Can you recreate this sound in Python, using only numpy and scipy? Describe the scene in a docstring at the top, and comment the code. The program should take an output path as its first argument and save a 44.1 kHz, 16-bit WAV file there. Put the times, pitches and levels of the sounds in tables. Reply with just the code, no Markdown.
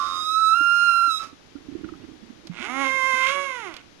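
"""Humpback whale song at an underwater housing

A high cry, nearly sinusoidal with weak overtones, starts with a flutter made by modulation sidebands.
A moan, a pulse train through fixed resonances, climbs out of a creak, holds and sinks away.
Water glugs and small bubbles ring as damped tones; clicks are short noise bursts; slosh and hiss are
coloured noise. The song gains a reflection and a scattered tail. The right port hears far more than the left.
"""
import sys
import numpy as np
from scipy import signal
from scipy.fft import rfft, irfft
from scipy.io import wavfile
from scipy.ndimage import uniform_filter1d

SR = 44100
rng = np.random.default_rng(int(sys.argv[2]) if len(sys.argv) > 2 else 0)


def wav_out(sig):
    """Save sig, one row per channel (or a flat mono array), as 16-bit PCM at SR to the path in sys.argv[1]."""
    wavfile.write(sys.argv[1], SR, np.round(np.clip(np.atleast_2d(sig).T, -1, 1) * 32767).astype(np.int16))


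N = 176400
T = np.arange(N) / SR  # time, s
EDGE_HZ = 12050  # upper band limit


def amp(db):
    """Level law: decibels to amplitude ratio."""
    return 10 ** (np.asarray(db) / 20)


def unit(x):
    """Normalization: scales a signal to an rms of 1."""
    return x / np.sqrt(np.mean(x ** 2) + 1e-20)


def steady(x):
    """Short-time normalization: holds the running rms near 1."""
    power = abs(uniform_filter1d(x ** 2, size=2048))
    return x / np.sqrt(power + 1e-9)


def curves(table):
    """Linear interpolation: joins each column of a table over time."""
    s, *columns = np.transpose(table)
    return [np.interp(T, s, column) for column in columns]


def during(table):
    """Gating: 1 between a table's first and last time, with 10 ms linear fades outside."""
    inside_s = np.minimum(T - table[0][0], table[-1][0] - T)
    return np.clip(inside_s * 100 + 1, 0, 1)


def add(mix, start_s, sound):
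    """Superposition: adds a sound into the mix from its start time."""
    part = mix[max(round(start_s * SR), 0):][:len(sound)]
    part += sound[:len(part)]


def colour(x, points, size=4096):
    """Minimum-phase filtering: the log gain and its Hilbert transform give a causal response."""
    hz, db = np.transpose(points)
    bin_hz = abs(np.fft.fftfreq(size, 1 / SR))
    gain_db = np.interp(np.log(bin_hz + 1), np.log(hz), db)
    spectrum = np.exp(np.conj(signal.hilbert(np.log(amp(gain_db)))))
    taps = np.fft.ifft(spectrum).real
    return signal.oaconvolve(x, taps[:size // 2])[:N]


def noise(points):
    """Spectral shaping: white noise filtered to a curve, with an rms of 1."""
    return unit(colour(rng.standard_normal(N), points))


def wander(rate_hz):
    """Low-pass random fluctuation: noise confined mostly below a rate, with an rms of 1."""
    low_pass = 1 / (1 + (np.fft.rfftfreq(N, 1 / SR) / rate_hz) ** 4)
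    return unit(irfft(rfft(rng.standard_normal(N)) * low_pass, N))


def angle(hz):
    """Phase is the time integral of angular frequency."""
    return 2 * np.pi * np.cumsum(hz) / SR


def random_phase():
    """Arbitrary starting phase of a partial, in radians."""
    return rng.uniform(0, 2 * np.pi)


def hiss():
    """Independent stationary noise at each port, left then right."""
    # Noise spectra of the ports: hz, relative_db
    left_spectrum = [(20, -6.5), (400, -1.5), (3500, -4), (6500, -9.5), (8000, -23.5), (12000, -23.5)]
    right_spectrum = [(400, 8.5), (1000, -1.5), (3700, -11.5), (4700, -10), (9000, -22.5)]
    left_db, right_db = -52, -53.5
    return amp(left_db) * noise(left_spectrum), amp(right_db) * noise(right_spectrum)


def slosh():
    """Random amplitude modulation of low coloured noise: water moving at the housing."""
    # Level of the slosh: time_s, level_db
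    slosh_track = [(0, -52), (1.5, -58), (1.75, -36), (1.95, -41.5), (2.42, -49), (4, -57)]
    # Spectrum of the slosh: hz, relative_db
    slosh_spectrum = [(20, -15), (170, -8), (325, 1), (550, -27.5), (3500, -32), (8000, -60.5)]
    level_db, = curves(slosh_track)
    return noise(slosh_spectrum) * amp(level_db + 3.13 * wander(rate_hz=38))


def clicks():
    """Impulsive excitation: exponentially decaying noise bursts through a colouring filter."""
    # Dry clicks: start_s, level_db
    click_events = [(2.471, -30.5), (3.74, -30.5), (3.766, -28.5)]
    # Spectrum of the clicks: hz, gain_db
    click_spectrum = [(200, 4.5), (1400, 2), (4200, 8.5), (9000, -14)]
    decay_s = 0.0039  # time to fall to 1/e
    bursts, t = np.zeros(N), T[:SR // 4]
    for start_s, level_db in click_events:
        add(bursts, start_s, amp(level_db) * np.exp(-t / decay_s) * rng.standard_normal(len(t)))
    return colour(bursts, click_spectrum)


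def ring(db, hz, t60_s, rise_s):
    """Damped resonance: a pocket of air swells into a decaying sinusoid."""
    t = T[:SR // 2]
    swell = 1 - np.exp(-(t / rise_s) ** 2)
    return amp(db - 60 * t / t60_s) * swell * np.sin(2 * np.pi * hz * t)


def bubbles():
    """Bubble resonance: small air volumes ring high and briefly."""
    # Small bubbles: start_s, level_db, pitch_hz
    bubble_events = [(1.561, -39, 1390), (1.843, -31, 1420), (1.889, -29, 1290), (1.937, -34.5, 1270)]
    out = np.zeros(N)
    for start_s, level_db, hz in bubble_events:
        add(out, start_s, ring(level_db, hz, t60_s=0.034, rise_s=0.00068))
    return out


def glugs():
    """Air-cavity resonance: each glug rings for a fixed number of cycles over a heavily damped thud."""
    # Water glugging on the housing: start_s, level_db, pitch_hz
    glug_events = [(0.604, -21.5, 304), (1.073, -32, 302), (1.325, -32.5, 282), (1.552, -20.5, 283),
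                   (1.684, -20, 282), (1.721, -24, 285), (1.75, -14.5, 334), (1.833, -18, 310),
                   (1.852, -24, 308), (1.921, -22, 316), (2.091, -28.5, 328), (2.224, -28, 234),
                   (2.299, -32, 248), (2.449, -28.5, 322), (2.495, -19.5, 174), (2.598, -23.5, 243),
                   (3.133, -29.5, 240)]
    decay_cycles = 22.2  # cycles in a 60 dB decay
    thud_db, thud_s = -16.5, 0.0057  # relative to the glug; decay time and half period
    out, t = np.zeros(N), T[:SR // 4]
    thud = np.sin(np.pi * t / thud_s) * np.exp(-t / thud_s)
    for start_s, level_db, hz in glug_events:
        add(out, start_s, ring(level_db, hz, t60_s=decay_cycles / hz, rise_s=0.0033))
        add(out, start_s, amp(level_db + thud_db) * thud)
    return out


def sea(x):
    """Reflection and scattering: a delayed surface echo and a short, exponentially decaying random tail."""
    echo_s, echo_db = 0.041, -11.5
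    tail_t60_s, tail_db = 0.36, -14  # level of the whole tail's energy
    t = T[:SR // 2]
    decay = amp(-60 * t / tail_t60_s)
    tail = amp(tail_db) * decay * rng.standard_normal(len(t)) / np.linalg.norm(decay)
    echo = amp(echo_db) * np.interp(T - echo_s, T, x, left=0)
    return x + echo + signal.oaconvolve(x, tail)[:N]


def moan():
    """Source-filter voice: pulses with subharmonic modulation pass through fixed resonances, with a rasp."""
    # Course of the moan: time_s, pitch_hz, level_db
    moan_track = [(2.52, 201.1, -46), (2.58, 238.9, -42), (2.635, 371.3, -33.5), (2.7, 489, -28),
                  (2.75, 536.6, -25.5), (2.815, 553, -20), (2.855, 529.7, -20.5), (2.95, 531.7, -21),
                  (3.02, 523.6, -19.5), (3.065, 529, -18), (3.16, 519.6, -18), (3.25, 525.5, -18),
                  (3.34, 562, -22.5), (3.46, 551.7, -25.5), (3.57, 490, -30.5), (3.62, 441, -33),
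                  (3.67, 365, -31), (3.76, 246.3, -46), (3.81, 220, -54)]
    # Unevenness of the pulses: time_s, second_pulse_depth_db, third_pulse_depth_db, rasp_level_db
    rough_track = [(2.51, 8, -28, -56.5), (2.58, -3, 1, -35.5), (2.655, -18, -4, -28.5),
                   (2.7, 7, -5.5, -58), (2.85, -6, -21, -31.5), (2.97, -29, -42, -56),
                   (3.13, -38, -48, -41.5), (3.29, -42, -34, -22.5), (3.38, -42, -7, -41),
                   (3.55, -30, -30, -42), (3.8, -30, -27, -47)]
    # Resonances of the throat: hz, gain_db
    throat = [(100, -37), (200, -9.5), (290, 3), (350, 2), (450, -9.5), (680, -3.5), (1080, -0.5),
              (1500, -3), (1750, -12), (2130, 3.5), (2400, -12), (2700, -12), (3700, -20), (4500, -29.5),
              (6500, -21.5), (8200, -39.5), (9900, -27.5), (12000, -37)]
    # Spectrum of the rasp: hz, gain_db
    rasp_spectrum = [(200, -15.5), (900, -20.5), (1450, 8.5), (1800, -5.5), (2200, 9), (2900, 3.5),
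                     (4600, -12), (6500, -17), (12000, -31)]
    jitter, rasp_air, rasp_steady = 0.00675, 2.3, 1  # relative pitch rms; relative amplitudes
    hz, level_db = curves(moan_track)
    second_db, third_db, rasp_db = curves(rough_track)
    phase = angle(hz * (1 + jitter * wander(rate_hz=228)))

    pulses = 0.5
    for k in range(1, 40):
        below_edge = np.clip((EDGE_HZ - k * hz) / hz, 0, 1)  # harmonics fade out near the band limit
        pulses = pulses + np.cos(k * phase) * below_edge
    pattern = 1 + amp(second_db) * np.cos(phase / 2) + amp(third_db) * np.cos(phase / 3)
    uneven_pulses = pulses * pattern
    voice = steady(colour(uneven_pulses, throat))

    rough_pulses = steady(uneven_pulses) * (rasp_steady + wander(rate_hz=210))
    puffs = rasp_air * (1 + np.cos(phase)) * rng.standard_normal(N)  # noise pulsing at the pitch
    rasp = steady(colour(rough_pulses + puffs, rasp_spectrum))
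    return (amp(level_db) * voice + amp(rasp_db) * rasp) * during(moan_track)


def between_harmonics(phase, n):
    """Subharmonic series: fluctuating partials at multiples of 1/n of the pitch, harmonics left out."""
    total = np.zeros(N)
    for k in range(2 * n, 9 * n):
        if k % n:
            total += np.cos(k / n * phase + random_phase()) * (1 + 0.5 * wander(rate_hz=20))
    return total


def cry():
    """Modulation sidebands: a flutter splits a nearly pure tone at first and as it breaks off."""
    # Course of the cry, the last two relative to the level: time_s, pitch_hz, level_db, octave_db, upper_db
    cry_track = [(0, 1254, -35, -26, -11.5), (.19, 1247, -28, -30, -3.5), (.34, 1286, -19, -27.5, -10),
                 (.4, 1310, -16, -31.5, -17.5), (.47, 1302, -12.5, -33.5, -16),
                 (.535, 1322, -14.5, -20, -17.5), (.565, 1392, -18, -13.5, -30),
                 (.64, 1389, -18.5, -12, -29.5), (.84, 1401, -15.5, -10, -21.5),
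                 (.92, 1375, -15.5, -12, -22.5), (1.08, 1373, -16.5, -16.5, -23.5),
                 (1.11, 1297, -20.5, -25, -6), (1.18, 1272, -32, -20, 3.5), (1.21, 1331, -28.5, -15, -17),
                 (1.3, 1277, -56, -5, -25)]
    # Roughness of the cry: time_s, flutter_depth_db, hiss_level_db
    rough_track = [(0, 9.5, -37.5), (.17, -6.5, -41), (.3, -40.5, -53.5), (1.1, -43.5, -61.5),
                   (1.24, -7, -37), (1.32, -2, -71)]
    # Side tones of the flutter: steps_from_pitch, relative_db
    side_tones = [(-2, -0.5), (-1, 3), (1, -5.5), (2, -11.5)]
    # Thin ringing above the register break: hz, relative_db
    ringing = [(5313, -27.5), (6401, -33), (9189, -33.5), (10901, -33)]
    # Spectra of the buzz, the upper overtones and the hiss: hz, relative_db
    buzz_spectrum = [(2000, -24), (4600, -1), (5400, 5), (8200, -7), (9300, 0.5)]
    overtone_spectrum = [(4200, 1.5), (5200, -11.5), (6500, -17.5), (7800, -22), (11000, -24.5)]
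    hiss_spectrum = [(200, 0), (2200, 0.5), (4300, -3), (5200, 2), (8200, -15)]
    flutter_hz, flutter_wander, jitter = 89.8, 0.067, 0.0026  # the last two are relative rms
    overtone_flutter = 0.24  # share of the flutter that reaches the upper overtones
    break_hz, undertone_db, buzz_db = 1367.3, -18, -38.5  # pitch of the register break; relative levels
    hz, level_db, octave_db, upper_db = curves(cry_track)
    flutter_db, hiss_db = curves(rough_track)
    phase = angle(hz * (1 + jitter * wander(rate_hz=60)))
    beat = angle(flutter_hz * (1 + flutter_wander * wander(rate_hz=22)))

    flutter = np.zeros(N, complex)
    for step, side_db in side_tones:
        flutter += amp(side_db) * np.exp(1j * (step * beat + random_phase()))
    flutter *= amp(flutter_db)
    tone = (np.exp(1j * phase) * (1 + flutter)).real

    high = np.clip((hz - break_hz) / 20 + 0.5, 0, 1)  # 0 below the register break, 1 above
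    undertone = high * amp(undertone_db) * np.exp(-1j * phase / 5)  # one fifth of the pitch below the octave
    octave = (np.exp(2j * phase) * (1 + undertone)).real
    overtones = sum(np.exp(1j * k * phase) for k in range(3, 10))
    upper = (overtones * (1 + overtone_flutter * flutter)).real

    # The buzz steps by half the pitch below the break and by one fifth of it above
    halves, fifths = between_harmonics(phase, 2), between_harmonics(phase, 5)
    buzz = amp(buzz_db) * colour((1 - high) * halves + 0.5 * high * fifths, buzz_spectrum)
    for line_hz, line_db in ringing:
        buzz += high * amp(line_db) * np.cos(angle(line_hz + 20 * wander(rate_hz=71)))

    voice = tone + amp(octave_db) * octave + amp(upper_db) * colour(upper, overtone_spectrum) + buzz
    breath = amp(hiss_db) * noise(hiss_spectrum) * during(rough_track)
    return np.sqrt(2) * amp(level_db) * voice * during(cry_track) + breath  # sqrt(2): sine peak from rms


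def scene():
    """Two-port reception: song and water reach both ports, the left one slightly later, weaker and thinner."""
    # Response of the left port against the right: hz, gain_db
    left_port = [(100, -17.5), (450, -42), (1100, -14.5), (1500, -13.5), (2150, -24), (2900, -20.5),
                 (3800, -10), (5200, -13.5), (12000, -8.5)]
    left_lag_s = 0.00014
    song = cry() + moan()
    water = glugs() + bubbles() + clicks() + slosh()
    left_hiss, right_hiss = hiss()
    # Each port receives its own random scattered tail
    delayed = np.interp(T - left_lag_s, T, sea(song) + water)
    left = colour(delayed, left_port) + left_hiss
    right = sea(song) + water + right_hiss
    return np.array([left, right])


def record(dry):
    """Band limitation: a linear-phase low-pass filter."""
    taps = signal.firwin(511, EDGE_HZ, window=("kaiser", 9), fs=SR)
    return signal.oaconvolve(dry, taps[None], "same")


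dry = scene()
out = record(dry)
wav_out(out)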